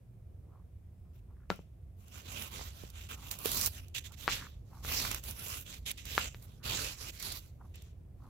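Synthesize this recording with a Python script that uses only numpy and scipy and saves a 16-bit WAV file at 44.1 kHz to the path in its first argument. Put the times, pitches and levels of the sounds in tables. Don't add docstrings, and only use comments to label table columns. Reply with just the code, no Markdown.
import sys
import numpy as np
from scipy import signal
from scipy.io import wavfile
from scipy.ndimage import uniform_filter1d

SR = 44100
rng = np.random.default_rng(int(sys.argv[2]) if len(sys.argv) > 2 else 0)


def store_pcm(level_fs):
    pcm = np.round(np.clip(level_fs, -1, 1) * 32767).astype(np.int16)
    wavfile.write(sys.argv[1], SR, np.atleast_2d(pcm).T)


def makeup_ratio(level_db):
    decades = np.asarray(level_db, float) / 20
    return 10 ** decades


N = 365588
TIME = np.arange(N) / SR
LEFT_LAG_S = 0.00051
CUTOFF_HZ = 15900


def rms_one(x):
    return x / np.sqrt(np.mean(x ** 2) + 1e-20)


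def at_hz(points, hz):
    curve_hz, value = np.array(points)[:, :2].T
    return np.interp(np.log(hz), np.log(curve_hz), value)


def left_over_right(db):
    return makeup_ratio(db * np.array([[.5], [-.5]]))


def filtered(x, order, edge_hz, kind):
    return signal.sosfilt(signal.butter(order, edge_hz, kind, fs=SR, output="sos"), x)


def drift(rate_hz):
    pole = np.exp(-40 * np.pi * rate_hz / SR)
    noise = rng.standard_normal(N // 20 + 2002)
    slow = signal.lfilter([1], [1, -2 * pole, pole * pole], noise)[2000:]
    return np.interp(np.arange(N) / 20, np.arange(len(slow)), rms_one(slow))


def bands(low_hz, high_hz, count, spectrum, alike_at, lag_s):
    white = rng.standard_normal((2, 3, N))
    lag = round(lag_s * SR)
    edges = np.geomspace(low_hz, high_hz, count + 1)
    for k, (low, high) in enumerate(zip(edges, edges[1:])):
        common, *own = filtered(white[k % 2], 2, [low, high], "band")
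        hz = np.sqrt(low * high)
        alike = np.clip(at_hz(alike_at, hz), 0, 1)
        shared = np.array([np.roll(common, lag), common])
        pair = np.sqrt(alike) * shared + np.sqrt(1 - alike) * np.array(own)
        yield hz, makeup_ratio(at_hz(spectrum, hz)) * pair


def ring(hz, t60, length_s):
    t = np.arange(int(length_s * SR)) / SR
    return np.sin(2 * np.pi * hz * t) * makeup_ratio(-60 * t / max(t60, 1e-3))


def add(out, at_s, sound):
    i = round(at_s * SR)
    out[..., i:i + sound.shape[-1]] += sound[..., :N - i]


# (time [s], level [dB])
RUMBLE = [(0.0, -53.5), (0.46, -49.5), (0.69, -52.5), (4.66, -49), (5.06, -47.5), (7.16, -50),
          (8.29, -49.5)]
# (frequency [Hz], density [dB per Hz])
RUMBLE_COLOUR = [(15, -44), (25, -11.5), (46, -12.5), (68, -3), (145, -18), (220, -29), (314, -31.5),
                 (350, -9.5), (409, -34.5), (620, -38.5), (1000, -61), (1300, -91), (2200, -120)]
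# (frequency [Hz], share common to both sides [0-1])
RUMBLE_ALIKE = [(30, 1), (100, 0.97), (300, 0.47), (900, 0.11)]
# (frequency [Hz], density [dB per Hz])
HISS = [(530, -32), (900, -2), (1490, -6), (1960, -2), (2460, -8), (5500, -14), (7340, -12), (14900, -10),
        (15800, -13)]
HISS_DB = -80
RUMBLE_LIFT_DB = 4


def background(low_rub):
    low = 0
    for _, pair in bands(33.9, 1000, count=10, spectrum=RUMBLE_COLOUR, alike_at=RUMBLE_ALIKE, lag_s=0):
        low = low + pair * makeup_ratio(1.4 * drift(3.3))
    hiss_alike = [(900, .2), (9000, .05)]
    hiss = sum(pair for _, pair in bands(900, 15900, count=8, spectrum=HISS, alike_at=hiss_alike, lag_s=0))
    house = makeup_ratio(np.interp(TIME, *np.transpose(RUMBLE)))
    level = np.hypot(house, makeup_ratio(RUMBLE_LIFT_DB) * low_rub)
    return level * rms_one(low) * left_over_right(-1.6) + makeup_ratio(HISS_DB) * rms_one(hiss)


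# (time of top [s], level [dB], rise [s], fall [s], resonance [Hz])
SHUFFLES = [(.55, -71.5, 0.12, 0.093, 930), (1.07, -81, 0.036, .03, 970), (1.325, -72, 0.079, .03, 960),
            (1.42, -75.5, 0.093, 0.062, 1320), (3.24, -65, 0.21, 0.14, 1000),
            (4.12, -68.5, 0.059, 0.046, 1080), (4.41, -56, .04, 0.049, 1400),
            (4.45, -59.5, 0.062, 0.051, 1380), (4.76, -65, 0.076, 0.18, 960),
            (6.62, -66, 0.035, 0.035, 1200), (7.615, -67.5, 0.023, 0.087, 997), (8.29, -65, 0.11, .05, 983)]
SHUFFLE_DROP_DB = 20.5
SHUFFLE_SOFT_DB = -2.5


def shuffles():
    struck = rng.random((2, N)) < 900 / SR
    clicks = struck * rng.standard_normal((2, N)) * makeup_ratio(4.0 * drift(50))
    soft = rms_one(filtered(clicks + clicks[::-1] + 1e-18, 2, [130, 260], "band"))
    blended = clicks + .6 * clicks[::-1] + 1e-18
    out = 0
    for s, db, rise_s, fall_s, hz in SHUFFLES:
        away = np.maximum((s - TIME) / rise_s, (TIME - s) / fall_s)
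        level = makeup_ratio(db - SHUFFLE_DROP_DB * away ** 2)
        rings = filtered(blended, 3, [hz / 1.35, hz * 1.35], "band")
        out = out + level * (1.2 * rms_one(rings) + makeup_ratio(SHUFFLE_SOFT_DB) * soft)
    return out


# (time [s], pitch [Hz], level [dB])
SQUEAK = [
    (.925, 6800, -104),
    (.96, 7450, -94),
    (1.0, 7800, -97),
    (1.06, 7850, -96),
    (1.11, 7350, -93),
    (1.145, 6700, -104),
]


def squeak():
    s, hz, db = np.transpose(SQUEAK)
    phase = 2 * np.pi * np.cumsum(np.interp(TIME, s, hz)) / SR
    level = makeup_ratio(np.interp(TIME, s, db, left=-140, right=-140) + 3.2 * drift(34))
    octave = makeup_ratio(-2) * np.sin(2 * phase)
    second_reed = makeup_ratio(-2) * np.sin(phase * 2 / 3)
    return level * (np.sin(phase) + octave + second_reed)


# (start [s], length [s], share of it to top speed [0-1], level [dB], brightness [dB])
CREEPS = [
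    (1.13, .08, .4, -79, 2),
    (1.96, .18, .8, -74, 5),
    (3.79, .12, .15, -72, -3),
    (4.64, .24, .8, -72, .1),
    (6.28, .36, .3, -73, 1.5),
    (7.39, .13, .3, -71, .1),
    (7.585, .18, .8, -83, 3),
    (7.79, .14, .2, -74, 0),
    (8.15, .2, .7, -82, 2),
]
# (start [s], length [s], share of it to top speed [0-1], level [dB], brightness [dB])
PULLS = [(2.111, 0.15, 0.37, -58.5, -3.5), (2.228, 0.28, 0.6, -50.5, -2), (2.497, .24, 0.26, -52, -5),
         (2.714, 0.23, 0.36, -62, 1), (2.924, 0.18, 0.36, -60, -3.5), (3.083, 0.079, 0.49, -51, -3.5),
         (3.16, 0.15, 0.86, -58, 0), (3.363, 0.12, 1, -54.5, 4.5), (3.712, 0.098, 0.78, -56, -8.5),
         (4.161, 0.18, 0.81, -55, -1.5), (4.826, 0.38, 0.38, -41.5, -2.2), (5.222, 0.12, 0.69, -55, 5),
         (5.311, 0.33, 0.67, -52, 5), (5.647, 0.15, 0.5, -53, -4), (6.035, 0.17, 0.91, -47.5, -3.5),
         (6.179, .12, 0.27, -43, -10), (6.413, 0.056, 0.22, -70, 9.5), (6.626, 0.34, 0.34, -42.5, -5),
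         (6.95, 0.16, 0.92, -49.5, -4), (7.112, 0.072, 0.94, -60.5, -0.5), (7.179, 0.23, 0.4, -49.5, 1.5)]
# (start [s], hold [s], decay t60 [s], level [dB], brightness [dB])
JERKS = [
    (1.494, 0.0036, 0.26, -55.5, -6),
    (3.304, 0.009, 0.16, -47.5, 2),
    (3.443, 0.22, 0.056, -45.5, 5),
    (3.941, 0.033, 0.052, -45, -9),
    (4.036, 0.023, .1, -58, -4.5),
    (4.119, 0.014, 0.05, -62.5, -4),
    (4.286, .045, .34, -42.5, -6),
    (5.854, 0.044, 0.062, -46.5, -4.5),
    (5.969, 0.014, 0.22, -55.5, -9),
    (7.737, 0.0096, 0.44, -60, -14),
]
# (time [s], resonance [Hz], extra weight on the mat [dB])
CONTACT = [(2.35, 2786, 2), (2.62, 4310, 3), (3.0, 3003, 0.7), (3.45, 3260, 1.5), (3.64, 5650, -2.5),
           (3.78, 2815, 0), (3.97, 3130, -3.8), (4.32, 3970, 1.3), (5.0, 4750, -0.2), (5.12, 3650, 1.4),
           (5.5, 2960, -1.5), (5.72, 3695, -2.5), (5.95, 2900, -3), (6.23, 4090, -1.2), (6.5, 3610, 4.5),
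           (6.75, 4050, .6), (7.0, 4390, -1), (7.33, 4050, -1.5)]
SPEED_POWER = 0.86
JERK_ATTACK_S, JERK_BRIGHTENS_DB_PER_S = 0.011, 31.5
PULL_LOW_DB, JERK_LOW_DB = -5, -9
LOW_BUILDS_DB, LOW_BUILDS_S = 9, 0.22
EDGE_DB, EDGE_SHARE, LOW_SHARE = 0, 0.28, 0.45
SETTLE_DB, SETTLE_T60_S = -16, 0.52


def drag_levels():
    power = np.zeros((4, N))
    for s, length_s, top, db, bright_db in PULLS + CREEPS:
        on = slice(round(s * SR), round((s + length_s) * SR))
        top_s = np.clip(top, .05, .95) * length_s
        speed = np.sin(np.interp(TIME[on] - s, [0, top_s, length_s], [0, np.pi / 2, np.pi]))
        low_db = PULL_LOW_DB + LOW_SHARE * bright_db
        edge_db = EDGE_DB + EDGE_SHARE * bright_db
        tone_db = np.array([[low_db], [0], [edge_db], [bright_db]])
        power[:, on] += (makeup_ratio(db + tone_db) * np.abs(speed) ** SPEED_POWER) ** 2

    t = np.arange(SR // 2) / SR
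    for s, hold_s, t60, db, bright_db in JERKS:
        fading_s = np.maximum(t - JERK_ATTACK_S - hold_s, 0)
        shape = np.minimum(t / JERK_ATTACK_S, 1) * makeup_ratio(db - 60 * fading_s / t60)
        bright = bright_db + JERK_BRIGHTENS_DB_PER_S * (np.minimum(t, hold_s) - hold_s / 2)
        low = JERK_LOW_DB + LOW_BUILDS_DB * (1 - np.exp(-t / LOW_BUILDS_S)) + LOW_SHARE * bright_db
        edge = EDGE_DB + EDGE_SHARE * bright
        add(power, s, (shape * makeup_ratio(np.array([low, 0 * t, edge, bright]))) ** 2)

    keep = makeup_ratio(-120 / (SETTLE_T60_S * SR))
    power += makeup_ratio(2 * SETTLE_DB) * signal.lfilter([1 - keep], [1, -keep], power)
    s, _, weight_db = np.transpose(CONTACT)
    power[0] *= makeup_ratio(2 * np.interp(TIME, s, weight_db))
    return np.sqrt(power)


ZONE_EDGES_HZ = [1700, 4000, 8000]
# (frequency [Hz], density [dB per Hz])
SCRAPE = [(200, -2.5), (350, -6.5), (560, -3.5), (760, -5), (1250, -2.5), (1800, -8.5), (2700, -2),
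          (3900, -7.5), (5500, -6.5), (7200, -4.5), (8500, -13.5), (9800, -15.5), (11500, 0.5),
          (16000, -9.5)]
# (frequency [Hz], left minus right [dB])
SCRAPE_LEAN = [(60, -2.5), (180, -16), (550, -8), (1650, -8.5), (4970, -13), (15000, -15.5)]
# (frequency [Hz], share common to both sides [0-1])
SCRAPE_ALIKE = [(200, 1), (1000, 0.48), (3000, 0.2), (8000, 0.32), (15000, 0.84)]
# (time [s], left minus right at 4 kHz [dB])
PLACE = [
    (2.05, -0.5),
    (2.16, -9),
    (3.78, -5),
    (4.23, -14.0),
    (4.27, 7),
    (4.31, -4.5),
    (7.05, -7.5),
    (7.72, -4.5),
    (7.9, 1),
]
CONTACT_DB, CONTACT_OCTAVES = 5, .27


def scrape(levels):
    caught = rng.random(N) < 120 / SR
    catches = caught * makeup_ratio(3.5 * np.minimum(rng.exponential(1, N), 4))
    grains = signal.lfilter([1], [1, -np.exp(-1 / (0.001 * SR))], catches)
    bumps = makeup_ratio(0.27 * drift(28) + 1.6 * drift(120)) * (1 + 0.14 * grains)

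    zones = np.zeros((4, 2, N))
    contact_hz = np.interp(TIME, *np.transpose(CONTACT)[:2])
    for hz, pair in bands(200, 15200, count=19, spectrum=SCRAPE, alike_at=SCRAPE_ALIKE, lag_s=LEFT_LAG_S):
        lean = left_over_right(at_hz(SCRAPE_LEAN, hz))
        octaves_off = np.log2(hz / contact_hz)
        resonance = makeup_ratio(CONTACT_DB * np.exp(-(octaves_off / CONTACT_OCTAVES) ** 2))
        zones[np.searchsorted(ZONE_EDGES_HZ, hz)] += pair * lean * resonance * makeup_ratio(2.3 * drift(9))

    shift_db = np.interp(TIME, *np.transpose(PLACE)) - at_hz(SCRAPE_LEAN, 4000)
    zones *= bumps * left_over_right(shift_db)
    gains = uniform_filter1d(levels, size=120, axis=1)
    return sum(gain * zone / np.std(zone.mean(axis=0)) for gain, zone in zip(gains, zones))


# (time [s], peak [dB], slap pitch [Hz], decay t60 [s], floor thud against slap [dB])
LANDINGS = [(1.5027, -11, 760, 0.0013, -10), (1.5134, -36.5, 1367, 0.039, 9),
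            (1.5917, -45.5, 700, 0.0038, 10), (4.279, -14.5, 1264, 0.0042, -39),
            (4.2852, -25.5, 1270, 0.0044, -28), (4.2878, -23.5, 1595, .004, -18),
            (4.2905, -35, 1260, .012, -16), (4.849, -36.5, 1320, 0.0065, -2),
            (4.917, -36, 1150, 0.0095, -12), (6.1793, -13, 1315, 0.0047, -18),
            (6.1817, -33, 1580, 0.019, -18.5), (6.3461, -36.5, 1900, 0.0017, -6)]
# (time [s], peak [dB], slap pitch [Hz], decay t60 [s], thud against slap [dB])
BUMPS = [
    (2.594, -43, 900, 0.0023, -7),
    (2.612, -39.5, 900, 0.0027, -5),
    (2.837, -52.5, 700, 0.00089, 15),
    (3.4568, -30, 450, 0.026, -4),
    (5.051, -34, 1470, 0.0072, -27),
]
LANDING_PAN_DB, BUMP_PAN_DB = 4, -16


def slaps():
    length_s = .06
    t = np.arange(int(length_s * SR)) / SR
    out = np.zeros((2, N))
    floor = ring(370, 0.0087, length_s) + makeup_ratio(-10.0) * ring(186, 0.071, length_s)
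    crack = makeup_ratio(-12.5) * ring(3900, .003, length_s)
    rows = [(*row, LANDING_PAN_DB) for row in LANDINGS] + [(*row, BUMP_PAN_DB) for row in BUMPS]
    for s, peak_db, hz, t60, thud_db, pan_db in rows:
        turns = hz * (t + 0.0001 * (1 - np.exp(-t / 0.0001)))
        decay = makeup_ratio(-60 * t / max(t60, 1e-3))
        slap = -1.3 * np.sin(2 * np.pi * turns) * decay * (1 - np.exp(-t / .00006))
        slap *= 1 + 1.2 * np.exp(-t / .0003)
        hit = slap + makeup_ratio(thud_db) * floor - crack
        add(out, s, makeup_ratio(peak_db) * left_over_right(pan_db) * hit)
    return out


HALL_T60_S, HALL_DB = 0.15, -15.5


def hall(x):
    t = np.arange(int(.3 * SR)) / SR
    wash = rng.standard_normal((2, len(t))) * makeup_ratio(-60 * t / HALL_T60_S) * np.minimum(t / 0.0016, 1)
    wash = signal.lfilter([.4], [1, -.6], wash)
    wash /= np.sqrt(np.sum(wash ** 2, axis=1, keepdims=True))
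    return signal.fftconvolve(x.mean(axis=0, keepdims=True), wash)[:, :N]


# (time [s], peak [dB])
SNAPS = [(1.559, -48), (2.901, -39), (3.3124, -21.5), (3.388, -30), (3.5165, -19), (3.612, -15.5),
         (3.6599, -14.5), (3.665, -15.5), (3.8825, -43.5), (4.8758, -38), (5.238, -30.5), (5.309, -27.5),
         (5.4824, -29), (5.501, -32), (5.6092, -36), (5.9132, -21), (6.425, -44.5), (7.084, -32.5),
         (7.198, -32), (7.225, -26.5), (7.3222, -25), (7.8214, -43.5)]
# (time [s], peak [dB])
CATCHES = [(2.081, -46), (2.422, -29), (2.514, -45), (2.614, -47), (3.089, -40), (3.457, -18.5),
           (3.7835, -41), (3.948, -33), (4.12, -41), (5.1136, -19.5), (5.1453, -21), (5.977, -40),
           (6.0537, -31.5), (6.638, -39), (7.756, -42)]
SNAP_BODY_DB, CATCH_BODY_DB = -29.5, -9.5


def snags():
    out = np.zeros((2, N))
    t = np.arange(400) / SR
    rows = sorted([(*row, SNAP_BODY_DB) for row in SNAPS] + [(*row, CATCH_BODY_DB) for row in CATCHES])
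    draws = rng.standard_normal((len(rows), 2, len(t)))
    bright = filtered(draws[:, 0], 2, 4000, "high")
    dull = filtered(draws[:, 1], 2, [1000, 4000], "band")
    shape = makeup_ratio(-60 * t / .016) * np.minimum(t / .0008, 1)
    smear = np.cos(2 * np.pi * 900 * t)
    for (s, peak_db, body_db), high, low in zip(rows, bright, dull):
        burst = makeup_ratio(peak_db - 7) * (high + 2.5 * makeup_ratio(body_db) * low) * shape
        add(out[1], s, makeup_ratio(7.5) * burst)
        add(out[0], s + LEFT_LAG_S, makeup_ratio(2.5) * burst * smear)
    return out


def scene():
    levels = drag_levels()
    steady = background(levels[0]) + scrape(levels)
    steep_low_pass = signal.ellip(10, .5, 50, CUTOFF_HZ, fs=SR, output="sos")
    steady = signal.sosfilt(steep_low_pass, steady)
    knocks = filtered(slaps(), 2, 6500, "low")
    return steady + shuffles() + squeak() + knocks + makeup_ratio(HALL_DB) * hall(knocks) + snags()


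def top_cut(x):
    return signal.sosfilt(signal.butter(12, 16980, fs=SR, output="sos"), x)


def record(dry):
    low_pass = signal.cheby2(10, 50, CUTOFF_HZ + 900, fs=SR, output="sos")
    mix = signal.sosfilt(low_pass, dry)
    return top_cut(mix)


dry = scene()
out = record(dry)
store_pcm(out)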